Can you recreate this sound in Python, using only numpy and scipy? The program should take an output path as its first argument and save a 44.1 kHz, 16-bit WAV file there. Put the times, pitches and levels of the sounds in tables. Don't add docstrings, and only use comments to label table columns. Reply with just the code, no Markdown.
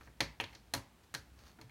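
import sys
import numpy as np
from scipy import signal
from scipy.fft import rfft, irfft
from scipy.io import wavfile

SR = 44100
rng = np.random.default_rng(int(sys.argv[2]) if len(sys.argv) > 2 else 0)


def unload_wav(signal):
    wavfile.write(
        sys.argv[1],
        SR,
        np.round(np.clip(np.atleast_2d(signal).T, -1, 1) * 32767).astype(np.int16),
    )


N = 74970
T = np.arange(N) / SR
CUTOFF_HZ = 16000
THUMP_HZ, KNOCK_HZ, WOOD_HZ, CLICK_HZ, TICK_HZ = 150, 720, 2300, 4900, 9450
WOOD_T60_S, WOOD_DAMPING = 0.039, 0.53
# frequency in Hz, relative level per octave in dB.
WOOD_SPECTRUM = [(250, -1.5), (450, -11.5), (850, 1.5), (1150, -1.5), (1500, -1), (2000, 2), (3000, 1),
                 (3650, 2), (4300, 5.5), (5200, 1), (6300, 6), (7600, 0.5), (10500, 4.5), (16000, -4)]


def from_db(db):
    return 10 ** (np.asarray(db) / 20)


def at_hz(points, hz, column=1):
    points = np.array(points)
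    return np.interp(np.log(hz), np.log(points[:, 0]), points[:, column])


def add(out, start_s, sound):
    i = max(int(start_s * SR), 0)
    part = sound[:max(N - i, 0)]
    out[i:i + len(part)] += part


def coloured(x, spectrum):
    hz = np.maximum(np.fft.rfftfreq(N, 1 / SR), 1)
    shaped = irfft(rfft(x) * from_db(at_hz(spectrum, hz)), N)
    return shaped / np.sqrt(np.mean(shaped ** 2) + 1e-20)


def ringing(hz, t60, t):
    return np.sqrt(2) * np.sin(2 * np.pi * hz[:, None] * t) * from_db(-60 * t / t60[:, None])


def room_tone():
    # frequency in Hz, relative spectral density in dB.
    rumble_spectrum = [(20, -37), (35, -21), (48, -11), (62, -1.5), (80, -13), (110, -12), (170, -22),
                       (300, -54.5)]
    hiss_spectrum = [(88, -63), (150, 0), (291, -3.5), (414, -8.5), (649, -12.5), (716, -9), (888, -10.5),
                     (1060, -12), (1450, -14), (3770, -19), (4860, -22), (6260, -23), (16000, -29)]
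    # time in seconds, level in dB.
    rumble_levels = [(0, -64), (0.3, -62.5), (0.6, -65.5), (0.95, -69.5), (1.25, -61.5), (1.42, -61.5),
                     (1.7, -68)]
    waver = from_db(np.interp(T, *np.transpose(rumble_levels)))
    rumble = waver * coloured(rng.standard_normal(N), rumble_spectrum)
    hiss = from_db(-67) * coloured(rng.standard_normal(N), hiss_spectrum)
    return rumble + hiss


def reflections(x, bands=14, onset_s=0.0026, build_s=0.001):
    # frequency in Hz, gain in dB, time to fall 60 dB in seconds.
    reverb = [(120, -4, 0.21), (397, -3.5, 0.36), (1060, -8, 0.33), (2150, -8, 0.26), (4340, -8, 0.26),
              (7900, -9, 0.2), (15000, -7, 0.17)]
    t, response = T[:SR // 2], 0
    edges = np.geomspace(CUTOFF_HZ / 2 ** (bands / 2), CUTOFF_HZ, bands + 1)
    build = 1 - np.exp(-np.maximum(t - onset_s, 0) / build_s)
    for low, high in zip(edges, edges[1:]):
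        hz = np.sqrt(low * high)
        fade = build * np.exp(-np.log(1000) * t / at_hz(reverb, hz, column=2))
        bandpass = signal.butter(2, [low, high], "band", fs=SR, output="sos")
        band = signal.sosfilt(bandpass, rng.standard_normal(len(t)) * fade)
        gain = np.sqrt(2 * (high - low) / SR) * from_db(at_hz(reverb, hz))
        response = response + gain * band / np.linalg.norm(band)
    return signal.fftconvolve(x, response)[:N]


def paw_slides(slips_per_s=17000, spread_db=7):
    # start in seconds, length in seconds, level at mid-stroke in dB.
    strokes = [(0.0, 0.083, -69.5), (0.466, 0.12, -65.5), (1.032, 0.018, -66.5), (1.37, 0.074, -67),
               (1.433, 0.095, -64)]
    # frequency in Hz, relative spectral density in dB.
    friction_spectrum = [(200, -8), (700, -5.5), (1900, -5.5), (2700, -10.5), (4000, -10.5), (4400, -4.5),
                         (4900, -10.5), (6400, -10), (7500, -22.5), (16000, -23)]
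    catches = rng.random(N) < slips_per_s / SR
    slips = catches * rng.standard_normal(N) * from_db(spread_db * rng.standard_normal(N))
    level = np.zeros(N)
    for start_s, length_s, db in strokes:
        progress = np.clip((T - start_s) / length_s, 0, 1)
        level += from_db(db) * np.sqrt(np.abs(np.sin(np.pi * progress)))
    return level * coloured(slips, friction_spectrum)


def pad_bumps(t60_s=0.13):
    # start in seconds, level in dB, pitch in Hz.
    pushes = [(0.08, -84, 120), (0.223, -45, 150), (0.241, -45, 104), (0.434, -45, 96), (0.748, -65, 158),
              (0.769, -38.5, 104), (1.144, -47.5, 141.3), (1.189, -51.5, 96), (1.642, -47.5, 117)]
    out = np.zeros(N)
    for start_s, db, hz in pushes:
        note = ringing(np.array([hz]), np.array([t60_s]), T)[0]
        swell = 1 - np.exp(-2 * T * hz)
        add(out, start_s, from_db(db) * note * swell)
    return out


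def wood_t60(hz):
    return WOOD_T60_S * (WOOD_HZ / hz) ** WOOD_DAMPING


def short_modes(count=480, octaves=6):
    hz = CUTOFF_HZ * 2 ** (-octaves * (np.arange(count) + rng.random(count)) / count)
    gain = from_db(at_hz(WOOD_SPECTRUM, hz)) * np.sqrt(octaves / count)
    return hz, gain[:, None] * ringing(hz, wood_t60(hz), T[:SR // 10])


def contact_drive(force, spot_hz, spot_db, hz, width_octaves=0.23):
    lift_db = spot_db * np.exp(-.5 * (np.log2(hz / spot_hz) / width_octaves) ** 2)
    return from_db(at_hz(force, hz) + lift_db)


def radiated_pulse(force, spot_hz, spot_db, size=256):
    hz = np.fft.rfftfreq(size, 1 / SR) + 1
    colour = contact_drive(force, spot_hz, spot_db, hz) * from_db(at_hz(WOOD_SPECTRUM, hz))
    low_cut = hz ** 2 / (hz ** 2 + THUMP_HZ ** 2)
    energy_per_hz = wood_t60(hz) / (4 * np.log(1000) * np.log(2) * hz)
    gain = colour * low_cut * SR * np.sqrt(energy_per_hz)
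    cosines = np.cos(2 * np.pi * hz[:, None] * (T[:size] - T[size // 2]))
    return gain @ cosines * 2 / size


def paw_taps(claws=3, claw_gap_s=.0012, claw_loss_db=2.27, snap=0.2, swell_cycles=1.7, spread_db=3):
    # start in seconds, level in dB, thump, knock, click and tick in dB
    # relative to that level, the pitch the spot favours in Hz, its lift in dB.
    contacts = [(0.0098, -56.5, -3, -7, -20, -16, 1320, 10.2), (0.073, -62, 4.5, -0.5, -24, -21, 1800, 7.4),
                (0.2053, -31.5, -8.5, -4.5, 3.5, -10.5, 2080, 5.8),
                (0.2104, -53.5, -11, -1, -2, 7.5, 1900, 4),
                (0.4002, -33.5, -15.5, -8.5, -12, -24, 2870, 10.5),
                (0.4089, -47.5, -10.5, -1, -5, -3.5, 1620, 2.7),
                (0.4393, -46.5, -6, -7, -2.5, -15.5, 3390, 7.1), (0.530, -60, -35, -0.5, -7, -12, 2500, 3),
                (0.55, -58, -1, -5, 7.5, -14.5, 6100, 3.2), (0.7376, -39.5, -7, 2.5, 4.5, 4, 1760, 5.3),
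                (0.748, -44.5, 1, 0.5, 1, 1, 1100, 6.3), (0.7775, -53, -10, -15, -3, -14, 2000, 3.3),
                (1.141, -47, -19, -12.5, 0.5, 1, 1510, 15.2), (1.148, -44.5, -10.5, -5.5, 6, -1, 1560, 9.8),
                (1.588, -63.5, 6, 4, -16, -15, 1350, 9.9), (1.6128, -60, -4, 2, 4, -1, 2200, 7.2),
                (1.695, -67, -12, -15, -10, -15, 2300, 11.7)]
    # pitch in Hz, relative level in dB, time to fall 60 dB in seconds.
    strong_modes = [(57.6, -8, 0.39), (118.9, 3, 0.13), (269.3, -4.5, 0.19), (322.5, 1.5, 0.088),
                    (443.5, -9, 0.18), (549.7, -8.5, 0.18), (728.5, -17.5, 0.2), (829.5, -6, 0.1),
                    (953, -12, .14), (1772, -16.5, 0.21), (1861, -4.5, 0.054), (2153, -6.5, 0.048),
                    (3367, -27.5, 0.21), (4200, 0, 0.032)]
    direct, to_room = np.zeros(N), np.zeros(N)
    short_hz, short_ring = short_modes()
    hz, mode_db, t60 = np.transpose(strong_modes)
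    t = T[:SR // 2]
    swell = 1 - np.exp(-t * hz[:, None] / swell_cycles)
    strong_ring = ringing(hz, t60, t) * swell
    claw_gains = from_db(-claw_loss_db * np.arange(claws))
    claw_gains /= np.linalg.norm(claw_gains)
    room_send_db = 0.5
    for start_s, db, thump, knock, click, tick, spot_hz, spot_db in contacts:
        force = [(THUMP_HZ, thump), (KNOCK_HZ, knock), (WOOD_HZ, 0), (CLICK_HZ, click), (TICK_HZ, tick)]
        scatter_db = spread_db * rng.uniform(-1.13, 1, len(hz))
        add(direct, start_s, from_db(db + mode_db + at_hz(force, hz) + scatter_db) @ strong_ring)
        add(to_room, start_s, from_db(db + room_send_db) * radiated_pulse(force, spot_hz, spot_db))
        push = from_db(db) * contact_drive(force, spot_hz, spot_db, short_hz)
        for k, gain in enumerate(claw_gains):
            in_step = snap * (k == 0)
            shape = rng.choice([-1, 1], len(short_hz)) + in_step
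            add(direct, start_s + k * claw_gap_s, gain * (shape * push) @ short_ring)
    return direct, to_room


def scene():
    taps, taps_to_room = paw_taps()
    soft = pad_bumps() + paw_slides()
    return (taps + soft + reflections(taps_to_room + soft) + room_tone())[None]


def record(dry):
    lowpass = signal.ellip(10, .1, 70, CUTOFF_HZ, fs=SR, output="sos")
    return signal.sosfilt(lowpass, dry)


dry = scene()
out = record(dry)
unload_wav(out)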